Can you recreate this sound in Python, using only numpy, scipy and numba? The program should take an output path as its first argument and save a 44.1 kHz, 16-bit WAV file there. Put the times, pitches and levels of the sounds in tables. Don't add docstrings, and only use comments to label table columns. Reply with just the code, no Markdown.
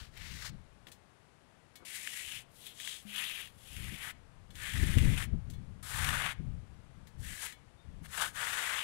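import sys
import numpy as np
from scipy import signal
from scipy.fft import rfft, irfft
from scipy.io import wavfile
from scipy.ndimage import uniform_filter1d
from numba import njit

SR = 44100
rng = np.random.default_rng(int(sys.argv[2]) if len(sys.argv) > 2 else 0)


def waveform_to_disk(signal):
    frames = np.transpose(np.atleast_2d(signal))
    scaled = np.clip(frames, -1, 1) * 32767
    samples = np.round(scaled).astype(np.int16)
    wavfile.write(sys.argv[1], SR, samples)


N = 389799
TIME = np.arange(N) / SR

# (frequency [Hz], relative density [dB per Hz])
RASP_SPECTRUM = [(400, -48.5), (1000, -27), (1700, 2.5), (2300, 1.5), (3350, 5.5), (4000, -1.5),
                 (4800, -11.5), (8000, -47.5)]
# (frequency [Hz], relative density [dB per Hz])
GROWL_SPECTRUM = [(200, -26.5), (450, -13.5), (850, -4), (1500, 4.5), (2100, -7), (3000, -35.5)]
# (frequency [Hz], relative density [dB per Hz])
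HISS_SPECTRUM = [(1200, -15.5), (3800, 3.5), (5600, -0.5), (7500, 1), (8800, -1.5), (10200, -0.5),
                 (11400, -1), (13000, -7.5), (14200, -4.5), (15800, -7)]
# (frequency [Hz], relative level [dB], decay time T60 [s])
BLADE_MODES = [(1270, -4, .15), (1730, -2, .13), (1880, -3, .15), (2220, -2, .24), (3025, -8, .2),
               (3420, -3, .17), (4170, -5, .19), (6040, -6, .14), (6420, -5, .11), (7560, -1, .08),
               (7950, -4, .09), (10420, -4, .07)]


def from_db(db):
    return 10 ** (np.asarray(db) / 20)


def rms_one(x):
    return x / np.sqrt(np.mean(x ** 2) + 1e-20)


def level(rows):
    rows = np.array(rows)
    return from_db(np.interp(TIME, rows[:, 0], rows[:, 1], left=-200, right=-200))


def drift(rate_hz):
    hz = np.arange(N // 2 + 1) * SR / N
    spectrum = rfft(rng.standard_normal(N)) / (1 + (hz / rate_hz) ** 2)
    return rms_one(irfft(spectrum, N))


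def ramp(share):
    return np.sin(np.pi / 2 * np.clip(share, 0, 1))


def colour(x, spectrum, size=4096):
    hz, db = np.transpose(spectrum)
    grid = np.arange(size // 2 + 1) * SR / size + 1
    gain = from_db(np.interp(np.log(grid), np.log(hz), db))
    gain /= np.maximum(grid / hz[-1], 1) ** 2
    cepstrum = irfft(np.log(gain))
    cepstrum[1:size // 2] *= 2
    cepstrum[size // 2 + 1:] = 0
    response = irfft(np.exp(rfft(cepstrum)))
    return signal.oaconvolve(x, response / np.linalg.norm(response))[:N]


def bursts(events, t60, axis=1):
    onsets = np.zeros(N)
    for row in events:
        onsets[int(row[0] * SR)] = from_db(row[axis])
    envelope = signal.lfilter([1], [1, -from_db(-60 / (t60 * SR))], onsets + 1e-18)
    return envelope * rng.standard_normal(N)


def ring(force, hz, t60):
    r, w = from_db(-60 / (t60 * SR)), 2 * np.pi * hz / SR
    return signal.lfilter([0, np.sin(w)], [1, -2 * r * np.cos(w), r * r], force + 1e-18)


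@njit
def sweep(x, angle, damping):
    out, band, low = np.zeros(len(x)), 0., 0.
    for i in range(len(x)):
        g = np.tan(angle[i] / 2)
        v = (band + g * (x[i] - low)) / (1 + g * (g + damping))
        band, low = 2 * v - band, low + 2 * g * v
        out[i] = damping * v
    return out


def tuned(x, centre_hz, q, boost_db):
    out = x + from_db(boost_db) * sweep(x, 2 * np.pi * centre_hz / SR, 1 / q)
    return out / np.sqrt(uniform_filter1d(out ** 2, size=3000))


def neighbourhood():
    # (frequency [Hz], relative density [dB per Hz])
    ambience = [(20, -11), (100, 2.5), (180, 0), (350, -5), (700, -6), (1600, -10.5), (3200, -17),
                (5500, -24), (10500, -26), (13000, -42), (15500, -58)]
    return from_db(-60) * colour(rng.standard_normal(N), ambience)


def bird():
    # (time [s], level [dB])
    note = [(7.765, -83), (7.8, -61.5), (7.86, -82)]
    pitch_hz = 3660 * (1 + .004 * drift(30))
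    return level(note) * np.sin(2 * np.pi * np.cumsum(pitch_hz) / SR)


def knocks():
    # (time [s], level before filtering [dB])
    bumps = [(.868, -52), (1.802, -54), (1.822, -54.5), (2.717, -64)]
    # (frequency [Hz], relative density [dB per Hz])
    bump_spectrum = [(80, -8), (220, -1.5), (450, -5), (800, -7.5), (1500, -9.5), (3000, -36)]
    # (time [s], level [dB])
    blows = [(3.052, -42)]
    force = np.zeros(N)
    for s, db in blows:
        force[int(s * SR)] = from_db(db)
    return colour(bursts(bumps, t60=0.16), bump_spectrum) + ring(force, hz=205, t60=0.48)


def airflow():
    # (time [s], relative level [dB])
    breeze = [(0.0, -64.5), (0.34, -54), (1.35, -90), (3.57, -70), (3.91, -60.5), (4.31, -64.5),
              (4.73, -53.5), (4.95, -36.5), (5.19, -45), (5.83, -55.5), (6.13, -54), (7.73, -69.5),
              (8.1, -61), (8.84, -70)]
    # (start [s], length [s], relative level of buffeting [dB])
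    gusts = [(0.0, 0.057, -50.5), (0.198, 0.16, -58), (0.444, 0.19, -49.5), (2.15, 0.47, -64.5),
             (3.692, 0.29, -45), (4.721, 0.24, -32), (4.909, 0.29, -27.5), (5.265, 0.16, -38),
             (5.438, .26, -50), (5.914, 0.34, -39), (6.355, .31, -42), (6.929, .14, -51.5),
             (7.127, 0.25, -46.5), (7.815, 0.3, -50)]
    peak_share = 0.43
    power = (from_db(4) * level(breeze)) ** 2
    for start, length, db in gusts:
        now = slice(int(start * SR), int((start + length) * SR))
        way = (TIME[now] - start) / length
        swell = ramp(way / peak_share) * ramp((1 - way) / (1 - peak_share))
        power[now] += (from_db(db) * swell) ** 2
    return np.sqrt(power)


def wind():
    # (frequency [Hz], relative density [dB per Hz])
    buffet_spectrum = [(14, -8.5), (30, -3), (48, -5), (64, 0), (95, -3.5), (130, -4.5), (190, -17.5),
                       (280, -29.5)]
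    # (frequency [Hz], relative density [dB per Hz])
    eddy_spectrum = [(80, -16), (160, 6.5), (240, -3.5), (340, -13.5), (460, -21), (900, -34.5)]
    # (time [s], relative level [dB])
    puffs = [(4.831, -20), (4.97, -16), (5.055, -19), (5.136, -27), (5.335, -26), (6.397, -32)]
    gust = airflow()
    buffet = colour(rng.standard_normal(N), buffet_spectrum)
    buffet /= np.sqrt(uniform_filter1d(buffet ** 2, size=4000))
    buffet *= from_db(4.5) * gust * from_db(1.7 * drift(14.0))
    eddy_strength = gust * (gust / gust.max()) ** 0.071
    eddies = rng.standard_normal(N) * from_db(4.6 * drift(14)) * eddy_strength
    eddies = from_db(-6) * eddies + from_db(-4.0) * bursts(puffs, t60=0.087)
    out = buffet + colour(eddies, eddy_spectrum)
    for s, db in puffs:
        age = (TIME - s) / 0.0024
        out += from_db(db + 3) * age * np.exp((1 - age ** 2) / 2)
    return out


def yard(x, tail_db, t60):
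    age = TIME[:SR // 2]
    response = rng.standard_normal(len(age)) * from_db(-60 * age / t60)
    response *= from_db(tail_db) / np.linalg.norm(response)
    tail = signal.fftconvolve(x, response)[:N]
    return signal.sosfilt(signal.butter(2, 4500, fs=SR, output="sos"), tail)


def blade(force):
    return sum(from_db(db) * ring(force, hz, t60) for hz, db, t60 in BLADE_MODES)


def touches():
    # (time [s], relative contact level [dB], relative click level [dB], relative ring level [dB],
    #  ring centre [Hz])
    contacts = [(.869, -46, -56, -57, 3000), (.884, -53, -64, -62, 1800), (.917, -52, -50, -54, 3400),
                (1.756, -57, -49, -47, 2700), (1.853, -50, -49, -56, 3300), (4.505, -57, -58, -52, 3300),
                (4.554, -48, -50, -51, 3300), (5.5, -60, -51, -51, 7000), (5.535, -67, -62, -50, 3500),
                (5.83, -52, -52, -42, 1300), (7.071, -55, -58, -60, 1700), (7.524, -54, -53, -44, 2700),
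                (8.055, -57, -58, -60, 3400)]
    out = from_db(0.2) * colour(bursts(contacts, t60=0.038), RASP_SPECTRUM)
    out += from_db(1.5) * colour(bursts(contacts, t60=0.11, axis=2), HISS_SPECTRUM)
    s, contact_db, click_db, ring_db, centre_hz = np.transpose(contacts)
    for hz, db, t60 in BLADE_MODES:
        octaves_away = np.abs(np.log2(hz / centre_hz))
        force = np.zeros(N)
        force[(s * SR).astype(int)] = from_db(ring_db + db - 12 * octaves_away)
        out += from_db(-3) * ring(force, hz, t60)
    return out


def snaps():
    # (time [s], relative level [dB])
    cracks = [(.174, -38), (2.073, -27), (2.173, -34), (2.32, -33), (2.8, -32), (2.875, -28), (3.16, -28),
              (3.24, -28), (3.473, -41), (3.766, -35), (4.736, -29), (4.838, -29), (4.984, -25),
              (6.045, -22), (6.089, -21)]
    crack = bursts(cracks, t60=.017)
    out = from_db(-1) * colour(crack, RASP_SPECTRUM)
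    out += from_db(-5.5) * colour(crack, HISS_SPECTRUM)
    return out + from_db(-16.0) * colour(crack, GROWL_SPECTRUM)


def grains(per_s, spread_db):
    sizes = from_db(spread_db * np.minimum(rng.exponential(1, N), 4.5))
    signs = rng.choice([-1, 1], N)
    return rms_one(sizes * signs * (rng.random(N) < per_s / SR))


def bite():
    # (time [s], half width [s], rise of the rasp [dB])
    digs = [(0.456, 0.035, 5), (1.957, 0.022, 3.5), (2.179, .045, 2), (2.335, 0.056, 1), (2.675, 0.022, 3),
            (3.19, 0.038, 3), (3.408, 0.021, 1.7), (4.068, 0.056, 6), (5.21, 0.045, 4.5), (7.443, 0.035, 8),
            (8.22, 0.015, 2.5)]
    return sum(db * np.exp(-((TIME - s) / width) ** 2) for s, width, db in digs)


def hand(dig_db):
    # (start [s], length [s], contact on landing [0-1], attack [s], release [s],
    #  relative level of rasp [dB], of growl [dB], swell of both through the stroke [dB],
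    #  relative level of hiss [dB], swell of hiss [dB],
    #  nominal rasp centre at the start [Hz], at the end [Hz], hiss centre [Hz])
    stroke_rows = [ (0.0, 0.13, 1, .01, 0.15, -56.5, -62.5, 3, -60, -10, 2720, 2400, 4550),
                   (.11, 0.4, 0.25, 0.13, .022, -54.5, -67.5, -4, -55.5, 6, 1800, 2500, 4760),
                   (1.85, .6, 0.78, 0.051, 0.093, -50, -75.5, 5, -50.5, -2.5, 2100, 2650, 9100),
                   (2.475, 0.3, 0.07, 0.26, .119, -56.5, -87, 18, -56.5, -1.5, 4000, 3920, 11000),
                   (2.735, 0.33, 0.19, .14, 0.17, -47.5, -70, -2, -49.5, -2, 3450, 3340, 8500),
                   (3.025, 0.52, 0.06, 0.27, 0.15, -43, -63.5, -19.5, -50.5, -14, 2520, 2950, 11000),
                   (3.49, 0.64, 0.01, 0.45, 0.028, -50.5, -67.5, -3.5, -54, -7.5, 3600, 1900, 10400),
                   (4.525, 0.752, 0.1, 0.15, .055, -45.2, -61.5, -5, -50, -2.5, 1670, 2390, 9400),
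                   (5.827, 0.525, 0.44, 0.25, 0.066, -40.5, -45, 1.5, -44.5, -8.5, 1450, 2500, 9200),
                   (7.17, 0.37, 0.03, 0.14, 0.016, -52, -69, -7, -52, -5.5, 1630, 2180, 9000),
                   (8.022, 0.053, .3, 0.041, 0.012, -59, -64, 5, -60, 1, 1700, 1700, 10000),
                   (8.06, 0.27, 0.02, 0.19, 0.13, -38, -42, 5.5, -42, 5, 1660, 1670, 9100),
                   (8.315, 0.53, 0.02, 0.093, 0.01, -41, -47, 1, -45, -0.5, 1540, 2500, 8700), ]
    hiss_power, rasp_power, growl_power = 1.57, 2.5, 2.7
    arc_db = 3
    dig_growl, dig_hiss = 2.53, 1.34
    dig_sag_octaves = .03
    rasp, growl, hiss = np.zeros((3, N))
    rasp_centre = np.full(N, float(stroke_rows[0][-3]))
    hiss_centre = np.full(N, float(stroke_rows[0][-1]))
    for (start, length, landing, attack, release, rasp_db, growl_db, swell_db,
         hiss_db, hiss_swell_db, start_hz, end_hz, hiss_hz) in stroke_rows:
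        now = slice(int(start * SR), int((start + length) * SR))
        age = TIME[now] - start
        way = age / length
        contact = landing + (1 - landing) * ramp(age / attack)
        contact *= ramp((length - age) / release)
        swell = swell_db * (way - .5)
        hiss_swell = hiss_swell_db * (way - .5) + arc_db * (np.sin(np.pi * way) - 1)
        rasp[now] += contact ** rasp_power * from_db(rasp_db + swell)
        growl[now] += contact ** growl_power * from_db(growl_db + swell)
        hiss[now] += contact ** hiss_power * from_db(hiss_db + hiss_swell)
        rasp_centre[now] = start_hz * (end_hz / start_hz) ** way
        hiss_centre[now] = hiss_hz
    rasp *= from_db(dig_db)
    growl *= from_db(dig_growl * dig_db)
    hiss *= from_db(dig_hiss * dig_db)
    return rasp, growl, hiss, rasp_centre * 2 ** (-dig_sag_octaves * dig_db), hiss_centre


def strokes():
    dig_db = bite()
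    rasp, growl, hiss, rasp_hz, hiss_hz = hand(dig_db)
    rocking = 2 ** (.11 * drift(13))
    judder = from_db(1.22 * drift(54))
    sand = rms_one(grains(per_s=5000, spread_db=2.0) * judder)
    paste = rms_one((sand + from_db(11.0) * rng.standard_normal(N)) * judder)
    focus_db = 0.6 * dig_db
    rasp_noise = tuned(colour(sand, RASP_SPECTRUM), rasp_hz * rocking, q=2.9, boost_db=10.5 + focus_db)
    hiss_noise = tuned(colour(paste, HISS_SPECTRUM), hiss_hz, q=1.64, boost_db=5 + focus_db)
    out = from_db(5.5) * rasp * rasp_noise
    out += from_db(6.0) * hiss * hiss_noise
    out += from_db(8.0) * growl * colour(sand, GROWL_SPECTRUM)
    return out + from_db(-43.5) * blade(sand * rasp)


def scene():
    far = neighbourhood() + bird()
    trowel = strokes() + snaps() + touches()
    sound = trowel + yard(trowel, tail_db=-15, t60=0.34) + knocks() + wind() + far
    return np.array([sound, from_db(-74) * sound])


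def record(dry):
    # (frequency [Hz], relative density [dB per Hz])
    hiss_spectrum = [(100, 0.0), (11000, -1), (14000, -9.5)]
    noise = np.array([colour(rng.standard_normal(N), hiss_spectrum) for channel in dry])
    low_pass = signal.ellip(14, .1, 80, 15700, fs=SR, output="sos")
    return signal.sosfilt(low_pass, dry + from_db(-86.5) * noise)


dry = scene()
out = record(dry)
waveform_to_disk(out)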